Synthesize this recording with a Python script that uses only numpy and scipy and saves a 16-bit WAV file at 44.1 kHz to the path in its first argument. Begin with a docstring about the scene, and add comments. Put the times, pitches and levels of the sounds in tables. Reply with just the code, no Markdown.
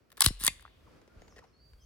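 """Racking a pistol slide

An unloaded steel pistol is worked by hand close to the microphone, outdoors: the hammer clicks back,
the slide scrapes to its rear stop with a thump, rides forward and snaps shut.
Then the hands shift on the grip, over faint air and distant birds."""
import sys
import numpy as np
from scipy import signal
from scipy.fft import rfft, irfft, next_fast_len
from scipy.io import wavfile
from scipy.ndimage import map_coordinates

SR = 44100
rng = np.random.default_rng(int(sys.argv[2]) if len(sys.argv) > 2 else 0)


def dump_mix(stems):
    """Bounce the given channels to the path in sys.argv[1] as a 16-bit WAV at rate SR."""
    frames = np.atleast_2d(stems).T  # one column per channel
    limited = np.clip(frames, -1, 1)  # hard clip at full scale
    pcm = np.round(limited * 32767).astype(np.int16)
    wavfile.write(sys.argv[1], SR, pcm)


N = 81585
TOP_HZ = 16500

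# colour of the pistol's steel: f/Hz, level/dB
STEEL_COLOUR = [(150, -48), (550, -28.5), (800, -19), (1050, -8.5), (1400, -8), (1800, -6), (2500, -11),
                (3600, -4.5), (5000, -9), (6000, -13), (7500, -9.5), (9200, -4.5), (11000, -13),
                (13500, -19.5), (15200, -20), (17000, -31.5)]
# echo decay among the trees: f/Hz, t60/s
WOODS_DECAY = [(200, 0.27), (3000, 1.1), (9000, 0.24), (15000, .5)]


def amp(db):
    """Decibels to gain."""
    return 10 ** (np.asarray(db) / 20)


def unit(x):
    """Scale to rms 1."""
    return x / np.sqrt(np.mean(x ** 2) + 1e-20)


def along(points, hz):
    """Interpolate (f/Hz, value) points on a log axis."""
    point_hz, values = np.transpose(points)
    return np.interp(np.log(hz + 1), np.log(point_hz + 1), values)


def clock():
    """Sample times in s."""
    return np.arange(N) / SR


def wobble(knots_per_s):
    """Smooth random curve."""
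    knots = rng.standard_normal(int(N * knots_per_s / SR) + 4)
    return map_coordinates(knots, [clock() * knots_per_s])


def filtered(x, response):
    """Apply a complex frequency response."""
    size = next_fast_len(N + SR // 4)
    return irfft(rfft(x, size) * response(np.fft.rfftfreq(size, 1 / SR)), size)[..., :N]


def burst(t60_s, rise_s=0.0004):
    """Decaying noise of energy 1."""
    t = np.arange(SR // 10) / SR
    x = rng.standard_normal(len(t)) * amp(-60 * t / t60_s) * (1 - np.exp(-t / rise_s))
    return x / np.linalg.norm(x)


def add(out, at_s, x, response, size=16384):
    """Colour the short sound x and mix it into out."""
    lead = size // 4
    start = round(at_s * SR) - lead
    spectrum = rfft(np.pad(x, (lead, 0)), size)
    coloured = irfft(spectrum * response(np.fft.rfftfreq(size, 1 / SR) + 1))
    a, b = max(start, 0), min(start + size, N)
    out[a:b] += coloured[a - start:b - start]


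def stereo(mid, side):
    """Mid and side to left and right."""
    return np.array([mid + side, mid - side])


def ring(at_s, modes, rise_s=0.0007):
    """Damped modes after a blow."""
    t = np.maximum(clock() - at_s, 0)
    tones = sum(amp(db - 60 * t / t60_s) * np.sin(2 * np.pi * hz * t) for hz, db, t60_s in modes)
    return (1 - np.exp(-t / rise_s)) * tones


def glides(rows, waver):
    """Unsteady tones that glide and settle on a note."""
    out = np.zeros(N)
    for at_s, length_s, start_hz, end_hz, db in rows:
        progress = np.clip((clock() - at_s) / length_s, 0, 1)
        hz = (end_hz + (start_hz - end_hz) * (1 - progress) ** 2) * (1 + waver * wobble(200))
        arch = 2 * np.sqrt(progress * (1 - progress))
        out += amp(db) * arch * np.sin(2 * np.pi * np.cumsum(hz) / SR)
    return out


def noise(colour, levels, width, waver_db):
    """Stereo noise wavering about a level curve."""
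    mid, side = unit(filtered(rng.standard_normal((2, N)), lambda hz: amp(along(colour, hz))))
    gain = amp(np.interp(clock(), *np.transpose(levels)) + waver_db * wobble(8.4))
    return gain * stereo(mid, width * side)


def echo(x, decay, width=0.72):
    """Diffuse stereo tail; each frequency dies at its own rate."""
    hz, t, spectra = signal.stft(rng.standard_normal((2, SR)), SR, nperseg=256)
    fade = amp(-60 * t / along(decay, hz)[:, None])
    _, tail = signal.istft(spectra * fade, SR, nperseg=256)
    mid, side = signal.fftconvolve(x[None], tail / np.linalg.norm(tail[0]), axes=1)[:, :N]
    return stereo(mid, width * side)


def air():
    """Faint, wide outdoor hush."""
    colour = [(59, -30), (100, 0), (502, -4.5), (854, -14), (1360, -12.5), (1800, -17.5), (2420, -18.5),
              (3860, -25.5), (4770, -23), (7610, -33.5), (10000, -36), (14700, -41), (16000, -53)]  # f/Hz, level/dB
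    levels = [(0, -72.5), (.5, -69), (.8, -66.5), (1.05, -65.5), (1.42, -66), (1.6, -68), (1.85, -72)]  # t/s, level/dB
    return noise(colour, levels, width=0.78, waver_db=-2)


def birds():
    """Far whistles echoing in the trees."""
    whistles = [(1.09, 0.045, 1410, 1420, -70.5), (1.203, 0.059, 6490, 6850, -74.5),
                (1.281, 0.052, 7800, 5150, -69), (1.466, 0.029, 6430, 5100, -77),
                (1.53, .05, 4200, 4420, -71.5), (1.591, .085, 4578, 4650, -67),
                (1.701, 0.051, 4746, 4620, -75.5), (1.78, 0.069, 3376, 3100, -77.5),
                (1.795, .06, 5250, 5180, -74.5), (1.808, 0.065, 5972, 6300, -68.5)]  # t/s, length/s, start f/Hz, end f/Hz, level/dB
    song = glides(whistles, waver=0.006)
    return song + echo(song, WOODS_DECAY)


def handling_rumble():
    """Deep, nearly centred noise from the hands."""
    colour = [(20, -21), (35, -5.5), (60, 9), (90, 1), (140, -8), (300, -40)]  # f/Hz, level/dB
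    levels = [(0, -68), (.6, -64), (0.921, -67), (1.5, -69), (1.85, -65.5)]  # t/s, level/dB
    return noise(colour, levels, width=0.12, waver_db=4)


def surroundings(gun):
    """Reflections of the pistol: a short echo and a longer one from the trees."""
    colour = [(100, -22.5), (1000, -28), (2500, -16), (5000, -20), (9000, -25), (15000, -23.5)]  # f/Hz, gain/dB
    short_decay = [(150, .2), (1000, 0.42), (3000, 0.12), (9000, 0.33), (15000, 0.071)]  # f/Hz, t60/s
    sent = filtered(gun, lambda hz: amp(along(colour, hz)))
    return echo(sent, short_decay) + amp(-10) * echo(sent, WOODS_DECAY)


def skin_squeaks():
    """Skin squeaks on the grip in short, unsteady tones."""
    squeaks = [(.865, 0.022, 1400, 900, -59), (1.358, 0.044, 1841, 1863, -56.5),
               (1.415, 0.0343, 1445, 747, -59)]  # t/s, length/s, start f/Hz, end f/Hz, level/dB
    return glides(squeaks, waver=0.0428)


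def soft_knocks():
    """Soft knocks, each with a brighter tick: mostly the hands knocking and rubbing on the grip, but at 0.2615
    s and 0.479 s the mid-band body of the slide's thumps at its rear stop and as it shuts."""
    taps = [(.1262, -24.5, 480, 0.016, -41.5), (.1778, -18, 490, 0.014, -43.5),
            (.2615, 1.5, 580, 0.015, -30.5), (.3700, -37.5, 715, .012, -28.5),
            (.4790, 0, 600, 0.011, -32.5), (.5950, -22.5, 1197, 0.01174, -31.5),
            (0.6502, -11.5, 950, 0.012, -46.5), (0.66, -18, 1200, 0.013, -45),
            (0.6778, -21.5, 1152, 0.0073, -48.5), (1.015, -15.5, 447, 0.023, -32.5),
            (1.076, -18, 413.5, .03, -32), (1.2184, -14, 456, 0.014, -27), (1.2790, -15.5, 550, 0.028, -28),
            (1.3235, -16.5, 943, 0.0066, -60), (1.362, -10.5, 461, 0.085, -23.5),
            (1.3810, -26.5, 1786, 0.042, -27), (1.388, -14, 595, 0.035, -23),
            (1.4390, -19.5, 700.5, 0.066, -31.5), (1.7336, -29.5, 603, 0.0068, -33.5)]  # t/s, knock level/dB, centre f/Hz, t60/s, tick level/dB
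    skin_colour = [(200, -6.5), (2000, 1), (3600, -8), (5500, -5.5), (9000, -16.5), (15000, -27.5)]  # f/Hz, level/dB
    q = 2
    out = np.zeros(N)
    for at_s, knock_db, centre_hz, t60_s, tick_db in taps:
        add(out, at_s, burst(t60_s), lambda hz: amp(knock_db) / (1 + (q * np.log(hz / centre_hz)) ** 4))
        add(out, at_s, burst(t60_s), lambda hz: amp(tick_db + along(skin_colour, hz)))
    return out


def thumps():
    """Dull jolts through the hands, each leaving a faint deep boom."""
    jolts = [(0.243, 7.5, 152.7), (0.262, 19, 287.6), (0.264, 28.5, 115), (.3040, 9, 260),
             (0.41, -3, 264.6), (.4370, -0.5, 278), (.4785, 1.5, 450), (0.501, -5.5, 202), (1.159, 9.5, 65),
             (1.726, 4, 55)]  # t/s, level/dB, low-pass f/Hz
    low_cut_hz = 51
    boom_hz, boom_gain_db, boom_t60_s = 43.56, -70.5, 1.0
    out = np.zeros(N)
    for at_s, db, corner_hz in jolts:
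        band = lambda hz: 1 / np.sqrt((1 + (hz / corner_hz) ** 6) * (1 + (low_cut_hz / hz) ** 4))
        add(out, at_s, [amp(db)], band)
        out += ring(at_s, [(boom_hz, db + boom_gain_db, boom_t60_s)])
    return out


def slide_scrape():
    """The slide grates along its rails; close steel resonances ripple the spectrum."""
    strokes = [(0.194, 0.202, -53.5, -50.5, -1.5), (0.236, 0.242, -36.5, -32.5, -0.5),
               (0.239, 0.259, -28.5, -27, 5), (.392, .410, -56, -48.5, 2.5),
               (0.405, 0.435, -44.5, -40.5, 0.5), (0.442, 0.482, -35.5, -34, -1)]  # start t/s, end t/s, start level/dB, end level/dB, tilt/(dB/octave)
    rough_db, fade_s = 2, 0.0018
    ripple_db, ripple_step_hz = 5, 70.87
    out, t = np.zeros(N), clock()
    for start_s, end_s, start_db, end_db, tilt in strokes:
        colour = lambda hz: amp(along(STEEL_COLOUR, hz) + tilt * np.log2((hz + 1) / 4000))
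        grit = rng.standard_normal(N) * amp(rough_db * wobble(640))
        gate = np.clip(np.minimum(t - start_s, end_s - t) / fade_s + 0.5, 0, 1)
        gain = amp(np.interp(t, [start_s, end_s], [start_db, end_db]))
        out += unit(filtered(grit, colour)) * gate * gain
    knots = rng.standard_normal(2000)
    ripple = lambda hz: map_coordinates(knots, [hz / ripple_step_hz], mode="wrap")
    return filtered(out, lambda hz: unit(amp(ripple_db * ripple(hz))))


def steel_ring():
    """Steel rings on as the hammer is pushed back and the slide hits each stop."""
    hammer_modes = [(935, -22.5, 0.015), (1087, -22, .02), (1690, -28, .02), (3260, -26, .014),
                    (3950, -25.5, 0.01), (4680, -26.5, .014), (7900, -27, 0.012)]  # f/Hz, level/dB, t60/s
    hammer_blows = [(.2076, 3), (0.2226, -4)]  # t/s, gain/dB
    open_modes = [(1130, -36.5, .05), (1992, -34, .09), (2902, -42.5, .15), (3790, -29, 0.033),
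                  (5170, -36, .15), (7278, -43, .13), (9500, -36, .1), (10437, -42, .1)]  # slide held open: f/Hz, level/dB, t60/s
    shut_modes = [(2084, -20.5, 0.032), (2300, -38.5, 0.053), (2430, -33, 0.08), (2682, -32, .06),
                  (3310, -33, 0.041), (4770, -56.5, 0.14), (7806, -48.5, .12)]  # action closed: f/Hz, level/dB, t60/s
    open_s, shut_s, low_cut_hz = 0.2612, 0.4788, 700
    hammer = sum(amp(db) * ring(at_s, hammer_modes) for at_s, db in hammer_blows)
    slide = ring(open_s, open_modes) + ring(shut_s, shut_modes)
    return signal.sosfilt(signal.butter(6, low_cut_hz, "high", fs=SR, output="sos"), hammer + slide)


def steel_clicks(width=0.55):
    """Mid and side: sharp strikes, smeared by the steel, with chatter unlike at the two mic ports."""
    contacts = [(0.1029, -26.5, -30, -37, -22, 0.013), (.1180, -17, -21, -27, -16, 0.017),
                (0.126, -16.5, -28, -32.5, -13.5, 0.011), (0.1712, -19, -16, -17, -14.5, 0.018),
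                (0.1769, -4, -16, -19, -8.5, 0.039), (0.2069, 10.5, 13, 20, 24.5, 0.0058),
                (0.2181, 5, 17, 9.5, 15.5, 0.025), (0.2216, 12, 16, 16, 16.5, .007),
                (0.2445, 1.5, 10.5, 3.5, 14, 0.022), (0.2432, 3.5, 8, 4, 8.5, 0.027),
                (0.2612, 20, 13.5, 16, 20.5, 0.0086), (0.2623, -16, 21, 9, 10.5, 0.013),
                (.2740, -8.5, 7, 1.5, 3, 0.05), (0.2848, -1.5, 0.5, -3, 3, .015),
                (0.4, -24, -24, -12, -4, 0.008), (0.4107, -13.5, -13, -5.5, -0.5, .012),
                (.4380, 1.5, -2.5, 7, 13, 0.0051), (0.4485, -3.5, -16, 11.5, 17.5, 0.0082),
                (.4580, -15, -5.5, 2.5, 3.5, 0.0074), (0.4661, 3.5, 8.5, 18.5, 16, 0.0082),
                (0.4781, 10, 17, 15.5, 13.5, .007), (0.608, -26, -35.5, -23.5, -23.5, .02),
                (0.6244, -13.5, -29, -27.5, -16, 0.012)]  # t/s, level/dB at each of bands_hz, chatter t60/s
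    bands_hz = [1000, 4000, 9000, 14000]  # f/Hz
    strike_db, chatter_db, spread_s = -3.5, -2, 0.00025
    mid, side = np.zeros((2, N))
    for at_s, *band_db, t60_s in contacts:
        bands = list(zip(bands_hz, band_db))
        colour = lambda hz: amp(along(STEEL_COLOUR, hz) + along(bands, hz))
        delays_s = spread_s * rng.standard_normal(16)
        group_delay_s = lambda hz: np.interp(hz, np.linspace(0, TOP_HZ, len(delays_s)), delays_s)
        smear = lambda hz: np.exp(-2j * np.pi * np.cumsum(group_delay_s(hz)) * (hz[1] - hz[0]))
        add(mid, at_s, [amp(strike_db)], lambda hz: colour(hz) * smear(hz))
        add(mid, at_s, amp(chatter_db) * burst(t60_s), colour)
        add(side, at_s, width * amp(chatter_db) * burst(t60_s), colour)
    return mid, side


def mic_ports(x):
    """Level and phase between the two ports place the sound slightly left."""
    balance = [(100, 1), (280, 1), (600, 2.5), (1100, 4), (2200, -0.5), (3500, 1.5), (5500, 8.5), (7500, 4),
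               (9200, -0.5), (15000, 2.5)]  # f/Hz, left minus right/dB
    phase = [(120, 0), (300, .2), (860, 1.1), (1640, 1), (2200, 1.5), (4000, 1.65), (8100, 1.7),
             (10700, .6), (13600, -.8), (16000, -1.4)]  # f/Hz, left lead/rad
    half = np.array([[0.5], [-0.5]])
    return filtered(x, lambda hz: amp(half * along(balance, hz)) * np.exp(1j * half * along(phase, hz)))


def scene():
    """The pistol, its echoes and the quiet outdoors."""
    click_mid, click_side = steel_clicks()
    gun = click_mid + steel_ring() + slide_scrape() + soft_knocks() + skin_squeaks()
    near = stereo(gun, click_side) + thumps() + surroundings(gun)
    return mic_ports(near) + birds() + air() + handling_rumble()


def record(dry):
    """The band-limited microphone passes low tones late, so knocks sweep downward."""
    lag_cycles = 1.3
    return filtered(dry, lambda hz: (hz < TOP_HZ) * np.exp(-2j * np.pi * lag_cycles * np.log(hz + 10)))


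dry = scene()
out = record(dry)
dump_mix(out)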